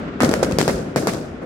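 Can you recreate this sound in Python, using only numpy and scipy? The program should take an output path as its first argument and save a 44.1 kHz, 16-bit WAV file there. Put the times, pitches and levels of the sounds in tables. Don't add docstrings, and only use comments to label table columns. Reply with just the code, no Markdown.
import sys
import numpy as np
from scipy import signal
from scipy.fft import rfft, irfft, next_fast_len
from scipy.io import wavfile
from scipy.ndimage import uniform_filter1d, map_coordinates

SR = 44100
rng = np.random.default_rng(int(sys.argv[2]) if len(sys.argv) > 2 else 0)


def ratio_of_db(decibels):
    return 10 ** (np.asarray(decibels, float) / 20)


def wrap_up_sound(samples):
    columns = np.atleast_2d(samples).T
    tamed = np.clip(columns, -1, 1)
    steps = np.round(tamed * 32767).astype(np.int16)
    wavfile.write(sys.argv[1], SR, steps)


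N = 63945
LEAD = SR // 2

# start in seconds, blast in dB, blast length in ms, crack in dB, echo in dB.
SHELL_BURSTS = [(-.2, 3.5, 0.77, -18, -5), (0.2046, 3, 0.51, -22.5, 1), (0.2326, 1.5, 0.93, -18.5, -1.5),
                (0.313, -9.5, 0.92, -23, -1.5), (0.3389, 7, 0.35, -17.5, -10.5),
                (0.4285, -5, 1.04, -23, -1.5), (0.5116, -11.5, 0.95, -28, -3),
                (0.5859, -1, 0.99, -12, -3.5), (0.6788, -0.5, 0.84, -17.5, -1.5),
                (0.9604, -1, 0.86, -18.5, -0.5), (1.0714, 1, 0.66, -17, -2), (1.418, -24.5, 1.1, -58.5, 10)]


def shells(mix):
    edge_db = 2.5
    for start_s, blast_db, length_ms, crack_db, echo_db in SHELL_BURSTS:
        add(mix, start_s, blast(blast_db, length_ms) + crack(crack_db + edge_db))
        add(mix, start_s, ratio_of_db(echo_db) * echoes(blast_db, length_ms, crack_db))


def blast(db, length_ms):
    right_late, rise_share, damp_ms = 5, 0.31, 1
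    puff_db, puff_ms = -17.5, 1.08
    late = np.array([[0], [right_late]])
    t_ms = np.maximum(np.arange(1024) - late, 0) / SR * 1000
    u = t_ms / abs(length_ms)
    w = t_ms / puff_ms
    swing = 1.56 * np.sin(np.pi * u) * np.exp(-u * damp_ms / abs(length_ms))
    puff = ratio_of_db(puff_db) * (1 - w) * np.exp(-w)
    rise = 1 - np.exp(-(u / rise_share) ** 2)
    return ratio_of_db(db) * (swing + puff) * rise


# frequency in Hz, level in dB per Hz.
CRACK_COLOUR = [(700, -2.5), (1500, 2.5), (3000, -1.5), (5000, 1.5), (8000, -1), (12000, -7.5),
                (16000, -15.5)]


def crack(db, smear=1, dull_hz=40000):
    rise_s, t60_s = 0.00034, 0.0079
    t = np.arange(1024) / SR / smear
    noise = rng.standard_normal((2, len(t)))
    hiss = filtered(noise, lambda hz: ratio_of_db(along(CRACK_COLOUR, hz)) / (1 + (hz / dull_hz) ** 2))
    envelope = ratio_of_db(-60 * t / t60_s) * (1 - np.exp(-t / rise_s))
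    return 1.73 * ratio_of_db(db) * hiss / hiss.std() * envelope


# frequency in Hz, t60 in seconds.
SCATTER_T60 = [(100, 0.41), (500, .1), (2000, 0.068), (8000, 0.19)]
# frequency in Hz, t60 in seconds.
ROLL_T60 = [(100, 1.32), (500, 1.15), (2000, 0.33), (5000, 0.57), (12000, 0.47)]
# frequency in Hz, level in dB.
TILE_RATTLE = [(800, -34), (1400, -15), (2200, 5.5), (2700, -23), (4000, -38)]


def echoes(blast_db, length_ms, crack_db):
    scatter_db, roll_db = 2.5, -3.5
    crack_scatter_db, crack_roll_db = -2.5, -6.5
    rattle_db = -0.5
    near = tail(SCATTER_T60, delay_s=0.002, hold_s=0.02, n=SR // 4)
    street = tail(ROLL_T60, delay_s=0.042, hold_s=0, n=SR)
    dull = ratio_of_db(scatter_db) * near + ratio_of_db(roll_db) * street
    bright = ratio_of_db(crack_scatter_db) * near + ratio_of_db(crack_roll_db) * street
    boom = signal.fftconvolve(blast(blast_db, length_ms), dull, axes=1)[:, :SR]
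    hiss = filtered(bright, lambda hz: 20 * ratio_of_db(crack_db + along(CRACK_COLOUR, hz)))
    rattle = filtered(near, lambda hz: ratio_of_db(blast_db + rattle_db + along(TILE_RATTLE, hz)))
    return boom + hiss + rattle


# frequency in Hz, level in dB.
WALL_COLOUR = [(60, 10), (250, 1.5), (550, 3), (900, -4.5), (1400, 8.5), (3000, 3), (6000, 2.5),
               (15000, -0.5)]


def tail(t60s, delay_s, hold_s, n):
    clumps_db = 1.58
    hz, t, z = signal.stft(stereo_noise(n, WALL_COLOUR), SR, nperseg=256)
    clumps = uniform_filter1d(rng.standard_normal(z.shape[1:]), size=25, axis=0) * 5
    fall_db = -60 * np.maximum(t - hold_s, 0) / np.maximum(along(t60s, hz), .02)[:, None]
    x = signal.istft(z * ratio_of_db(fall_db + clumps_db * clumps), SR, nperseg=256)[1][:, :n]
    x = x * (1 - np.exp(-(np.arange(n) / SR / delay_s) ** 2))
    energy = np.sum(x ** 2, 1)
    return np.pad(x, ((0, 0), (0, SR - n))) / np.sqrt(np.mean(energy))


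# start in seconds, blast in dB, blast length in ms, crack in dB, left over right in dB.
PRESSURE_SLAPS = [(0.2204, -2, .4, -18, 2), (0.4312, -6, 0.81, -21, -19), (.436, -2, 0.52, -22, -12),
                  (.521, -15, 1.3, -25, 7.5), (.592, -10, 0.79, -33, -23), (0.603, -5, 0.78, -23, 3),
                  (.613, 6, 0.66, -15, 1.5), (0.751, -45, 1.8, -41, 0), (1.033, -8, 1.7, -70, 3),
                  (1.135, -25, 0.91, -27, 10), (1.146, -9, 1.55, -30.5, 3.5)]
# start in seconds, blast in dB, blast length in ms, crack in dB, left over right in dB.
SUCTION_SLAPS = [
    (.2465, -11, 0.88, -17.5, 4),
    (0.291, -7, 1.63, -20.5, 1),
    (0.446, -15, 1.44, -23, 0),
    (.627, -11.5, 1.7, -23, 1),
    (0.6931, -10.5, 1.1, -36, -4),
]


def wall_slaps(mix):
    for sign, table in ((0.45, PRESSURE_SLAPS), (-1.18, SUCTION_SLAPS)):
        for start_s, blast_db, length_ms, crack_db, pan_db in table:
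            pan = ratio_of_db(np.array([[pan_db / 2], [-pan_db / 2]]))
            slap = sign * blast(blast_db, length_ms) + crack(crack_db, smear=1.82, dull_hz=8800)
            add(mix, start_s, slap * pan)


# start in seconds, level in dB, pitch in Hz, t60 in seconds.
THUD_HITS = [
    (0.3, -15, 86, 0.047),
    (0.53, 3, 60, 0.037),
    (0.74, -10, 49, 0.14),
    (0.21, -18.5, 246, 0.087),
    (.234, -16.5, 242, 0.085),
    (.52, -23, 185, 0.077),
    (.4283, -11.5, 513, 0.025),
    (0.962, -15.5, 230, 0.038),
    (1.074, -19, 480, 0.034),
]


def thuds(mix):
    t = np.arange(SR // 5) / SR
    for start_s, db, hz, t60_s in THUD_HITS:
        decay = ratio_of_db(db - 60 * t / t60_s)
        ring = (1 - np.exp(-hz * t)) * np.sin(2 * np.pi * hz * t)
        add(mix, start_s, 4 * (decay * ring)[None])


# time in seconds, level in dB.
FAR_SWELL = [
    (0, -23.5),
    (.1, -23.5),
    (.19, -25.5),
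    (0.298, -24),
    (.47, -21.5),
    (.8, -26),
    (.95, -27.5),
    (1.2, -30),
    (1.36, -28),
    (1.45, -30.5),
]
# frequency in Hz, level in dB per Hz.
RUMBLE_COLOUR = [(30, 7), (55, 15), (120, -10.5), (250, -1), (600, -14.5), (900, -20.5), (1300, -15),
                 (3000, -29), (8000, -51)]


def far_fireworks():
    s, level_db = np.transpose(FAR_SWELL)
    noise = stereo_noise(N, RUMBLE_COLOUR + [(12000, -120)])
    lumps_db = .8 * wobble(45)
    swell_db = 1 + np.interp(np.arange(N) / SR, s, level_db)
    return noise / noise.std() * ratio_of_db(swell_db + lumps_db)


def wobble(rate):
    knots = rng.standard_normal(N // 500 + 4)
    return map_coordinates(knots, [np.arange(N) * rate / SR])


# frequency in Hz, left-right likeness from 0 to 1.
LIKENESS = [(40, 0.97), (120, 1), (250, 0.9), (600, 0.57), (1200, 0.018), (8000, 0.032)]


def stereo_noise(n, colour):
    def middle_and_side(hz):
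        turn = np.arccos(np.clip(along(LIKENESS, hz), -1, 1)) / 2
        return ratio_of_db(along(colour, hz)) * np.array([np.cos(turn), np.sin(turn)])
    middle, side = filtered(rng.standard_normal((2, n)), middle_and_side)
    return np.array([middle + side, middle - side])


def along(points, hz):
    f, v = np.transpose(points)
    return np.interp(np.log(hz + 1), np.log(f + 1), v)


def filtered(x, response):
    n = x.shape[-1]
    m = next_fast_len(n + 8192)
    return irfft(rfft(x, m) * response(np.fft.rfftfreq(m, 1 / SR)), m)[..., :n]


def add(mix, start_s, x):
    part = mix[:, round(start_s * SR) + LEAD:][:, :x.shape[1]]
    part += x[:, :part.shape[1]]


def scene():
    mix = np.zeros((2, N + LEAD))
    shells(mix)
    wall_slaps(mix)
    thuds(mix)
    return mix[:, LEAD:] + far_fireworks()


# frequency in Hz, left over right in dB.
PORT_TILT = [(60, -1), (180, 2), (550, 2), (1650, -0.5), (4970, 3.0), (15000, 3.5)]


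def band_limit(x):
    return signal.sosfilt(signal.butter(12, 16990, fs=SR, output="sos"), x)


def record(dry):
    cut_hz, cut_width = 156, 0.83
    top_hz, top_db = 16000, -16
    ceiling, knee = 1.0, 8

    def microphones(f):
        low_cut = -f * f / (cut_hz ** 2 - f * f + 1j * f * cut_hz * cut_width)
        tilt_db = np.outer([.5, -.5], along(PORT_TILT, f))
        return low_cut * ratio_of_db(tilt_db + top_db * (f > top_hz))
    x = filtered(dry, microphones)
    limited = x / (1 + np.abs(x / ceiling) ** knee) ** (1 / knee)
    return band_limit(limited)


dry = scene()
out = record(dry)
wrap_up_sound(out)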